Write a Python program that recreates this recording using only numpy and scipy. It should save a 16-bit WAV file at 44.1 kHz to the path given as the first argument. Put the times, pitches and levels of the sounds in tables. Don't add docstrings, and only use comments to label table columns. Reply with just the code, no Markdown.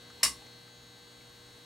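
import sys
import numpy as np
from scipy import signal
from scipy.fft import rfft, irfft
from scipy.io import wavfile

SR = 44100
rng = np.random.default_rng(int(sys.argv[2]) if len(sys.argv) > 2 else 0)


def int16_out(signal):
    q = np.round(np.clip(np.atleast_2d(signal).T, -1, 1) * 32767)
    wavfile.write(sys.argv[1], SR, q.astype(np.int16))


N = 72765
T = np.arange(N) / SR
MAINS_HZ = 59.981


def from_db(db):
    return 10 ** (np.asarray(db) / 20)

def at_hz(points, hz):
    freqs, values = np.transpose(points)
    return np.interp(np.log(np.maximum(hz, 1)), np.log(freqs), values)

def in_time(points):
    return np.interp(T, *np.transpose(points))

def pan(db):
    return from_db([[db / 2], [-db / 2]])

def drift(per_second):
    targets = rng.standard_normal(2048)
    return np.interp(T * per_second, np.arange(len(targets)), targets) * np.sqrt(3 / 2)

def stereo_noise(colour, likeness):
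    hz = np.arange(N // 2 + 1) * SR / N
    mid, side = rfft(rng.standard_normal((2, N)))
    alike = np.clip(at_hz(likeness, hz), 0, 1)
    both = mid + np.sqrt((1 - alike) / (1 + alike)) * side * [[1], [-1]]
    return hz, both * from_db(at_hz(colour, hz)) * np.sqrt(SR / 2)

def band_noise(hz, width):
    band = signal.butter(2, [hz / (1 + width), hz * (1 + width)], "band", fs=SR, output="sos")
    noise = signal.sosfilt(band, rng.standard_normal(N))
    return noise / noise.std()

def struck(start, rise_s, fade_s):
    age = np.maximum(T - start, 0)
    return (1 - np.exp(-age / rise_s)) * np.exp(-np.log(1000) * age / fade_s)


HUM_MULTIPLES = [1, 2, 3, 4, 5, 6, 7, 8, 10, 13, 18, 26, 28, 34, 44]
HUM_STRENGTHS = [-94, -65.5, -76, -70.5, -72.5, -80, -80, -66, -79, -76, -76.5, -70.5, -76, -71.5, -76.5]
def hum():
    out = np.zeros((2, N))
    for multiple, db in zip(HUM_MULTIPLES, HUM_STRENGTHS):
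        hz = multiple * MAINS_HZ
        apart = min(hz / 1800, .4) * rng.choice([-1, 1]) * np.array([[1], [-1]])
        out += np.sqrt(2) * from_db(db) * np.cos(2 * np.pi * (hz * T + rng.random()) + apart)
    return out

# f/Hz, relative level/dB
BUZZ_COLOUR = [(700, -87), (1440, -83), (1800, -79), (2280, -85), (2760, -92), (2880, -74), (3050, -78),
               (3330, -70.5), (3480, -80), (3600, -77), (3720, -69), (3960, -67.3), (4080, -74.5),
               (4200, -68), (4320, -64), (4440, -81), (4560, -74), (4680, -74), (5100, -95), (5620, -78),
               (5950, -92), (6250, -87), (6570, -75), (6800, -85), (7100, -83), (7400, -102), (7950, -83),
               (8280, -83), (8800, -97), (13000, -105)]
# f/Hz, spread/radians
ROOM_BLUR = [(3300, 2.6), (3700, 1.2), (3850, .3), (4400, .3), (4700, 1.8), (8000, 1.2)]
# t/s, level change/dB
WHINE_SWELL = [(0, -3), (.62, -10), (.73, 6), (1.0, 3), (1.15, 6), (1.42, -2), (1.65, 0)]
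def buzz():
    core_hz, core_width_hz, delay_s, smear_s = 4080, 620, .0066, .0041
    whine_hz, whine_width_hz = 6740, 220
    whine_db = in_time(WHINE_SWELL)
    out = np.zeros((2, N))
    for multiple in range(12, 220, 2):
        if multiple in HUM_MULTIPLES:
            continue
        hz = multiple * MAINS_HZ
        above_hz = hz - core_hz
        lag = above_hz * delay_s + smear_s * core_width_hz * np.log(np.cosh(above_hz / core_width_hz))
        blur = .4 * rng.standard_normal((2, 1)) + at_hz(ROOM_BLUR, hz) * rng.standard_normal()
        waver_db = 1.4 * hz / core_hz * drift(per_second=5.37)
        whine_share = np.exp(-((hz - whine_hz) / whine_width_hz) ** 2)
        db = at_hz(BUZZ_COLOUR, hz) - .5 + waver_db + whine_db * whine_share
        out += np.sqrt(2) * from_db(db) * np.cos(2 * np.pi * (hz * T - lag) + blur)
    return out * pan(db=3.5)

# t/s, level change/dB
TRANSFORMER_LEVEL = [(0, 2.9), (.45, 2), (.62, 1), (1.65, 0.5)]
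def transformer():
    return (hum() + buzz()) * from_db(in_time(TRANSFORMER_LEVEL))

# f/Hz, level/dB in each 1 Hz slice
ROOM_COLOUR = [(20, -103), (35, -92.5), (70, -88.5), (120, -88), (250, -91.5), (500, -93.5), (1000, -96.5),
               (2200, -101), (4000, -102), (8000, -106), (12000, -110), (15500, -113)]
# f/Hz, likeness from 0 to 1
ROOM_LIKENESS = [(60, 0.99), (130, 1), (300, 0.72), (700, 0.33), (1500, 0.19), (4000, 0.55), (8000, 0.95),
                 (13000, 1)]
# t/s, level change/dB
ROOM_SWELL = [(0, 0.5), (.45, 1.5), (.7, -1), (1.65, 0.5)]
def room_noise():
    _, spectrum = stereo_noise(ROOM_COLOUR, ROOM_LIKENESS)
    return irfft(spectrum, N) * from_db(in_time(ROOM_SWELL))

# t/s, low f/Hz, its relative level/dB, high f/Hz, its relative level/dB
FAINT_TICKS = [(.100, 1370, -53, 6150, -58), (.205, 1000, -54, 2650, -54), (.419, 820, -54, 3000, -57),
               (.463, 2100, -55, 6100, -58), (.677, 1400, -58, 1900, -60), (1.205, 1200, -62, 2300, -59)]
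def ticks():
    out = np.zeros(N)
    for start, low_hz, low_db, high_hz, high_db in FAINT_TICKS:
        low = from_db(low_db) * band_noise(low_hz, width=.13)
        high = from_db(high_db) * band_noise(high_hz, width=.13)
        out += (low + high) * struck(start, rise_s=.0015, fade_s=.07)
    return out

# t/s, relative level/dB, dull above f/Hz
SPARK_CRACKS = [(.2298, -6, 2400), (.2314, 0, 30000)]
# f/Hz, relative level/dB
SNAP_COLOUR = [(40, -99), (62, -86), (85, -81), (120, -73.5), (170, -78.5), (260, -74), (500, -82),
               (780, -79), (930, -66.5), (1400, -72.5), (1700, -66.5), (2400, -64.5), (3300, -66.5),
               (4600, -61.5), (5500, -59), (6600, -63.5), (8200, -59.5), (10100, -60), (10900, -66.5),
               (13000, -69), (15500, -75)]
# f/Hz, likeness from 0 to 1
ECHO_LIKENESS = [(60, .998), (290, 1), (640, 0.93), (1400, 0.8), (5500, 0.7), (9000, 0.78), (13000, 1)]
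# f/Hz, left minus right level/dB
SNAP_BALANCE = [(150, -1), (1300, 1.2), (2800, 0), (5000, -0.5), (8000, 2.5), (13000, -2)]
# f/Hz, width/Hz, boost/dB
BENCH_RESONANCES = [(1170, 220, 10), (2050, 220, 8), (2850, 200, 8), (3850, 80, 7), (4600, 160, 5),
                    (5400, 360, 7), (7250, 110, 9), (8350, 150, 5), (10130, 120, 4)]
# f/Hz, time to fade by 60 dB/s
ECHO_FADE = [(60, 0.3), (250, 0.59), (550, 0.3), (1400, 0.18), (3700, 0.19), (9000, 0.21), (15000, 0.15)]
def snap():
    hz, spectrum = stereo_noise(SNAP_COLOUR, ECHO_LIKENESS)
    boost_db = sum(db * .5 ** ((2 * (hz - f) / width) ** 2) for f, width, db in BENCH_RESONANCES)
    spectrum *= from_db(boost_db)
    centres = np.geomspace(40, 16000, 14)
    out = np.zeros((2, N))
    for centre, share in zip(centres, np.eye(len(centres))):
        band = irfft(spectrum * at_hz(np.c_[centres, share], hz), N)
        band *= pan(at_hz(SNAP_BALANCE, centre))
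        rise_s = .00021 + .67 / centre
        for start, db, dull_hz in SPARK_CRACKS:
            direct = from_db(-17) * struck(start, rise_s, fade_s=.031)
            echoes = struck(start, rise_s, at_hz(ECHO_FADE, centre))
            out += band * (direct + echoes) * from_db(db) / np.hypot(1, centre / dull_hz)
    return out

def pop(hz=1880):
    start = SPARK_CRACKS[0][0]
    tone = np.sin(2 * np.pi * hz * (T - start))
    return from_db(-23) * tone * struck(start, rise_s=.0008, fade_s=.026)

# f/Hz, relative level/dB, time to fade by 60 dB/s
BENCH_NOTES = [(630, -41.5, .14), (1105, -40.5, .3), (2005, -35, .19), (2065, -35.5, .21), (2869, -33, .15),
               (4581, -33, .16), (5515, -27.5, .17), (7238, -31, .15), (8372, -33, .17), (10130, -35, .19)]
def ringing():
    start = SPARK_CRACKS[-1][0]
    out = np.zeros((2, N))
    for hz, db, fade_s in BENCH_NOTES:
        phase = 2 * np.pi * (hz * T + rng.random()) + .28 * rng.standard_normal((2, 1))
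        flutter = drift(114.4) * np.cos(phase) + drift(110.3) * np.sin(phase)
        loudness = from_db(db - .5) * struck(start, rise_s=.0008, fade_s=fade_s)
        out += (np.cos(phase) + .5 * flutter) * loudness * pan(at_hz(SNAP_BALANCE, hz))
    return out

def boom(hz=61):
    start = SPARK_CRACKS[-1][0]
    tone = np.sin(2 * np.pi * hz * (T - start))
    return from_db(-44) * tone * struck(start, rise_s=.025, fade_s=.48)

def scene():
    return transformer() + snap() + pop() + ringing() + boom() + ticks() + room_noise()

def record(dry):
    cutoff_hz = 15800
    return signal.sosfilt(signal.ellip(12, .1, 80, cutoff_hz, fs=SR, output="sos"), dry)


dry = scene()
out = record(dry)
int16_out(out)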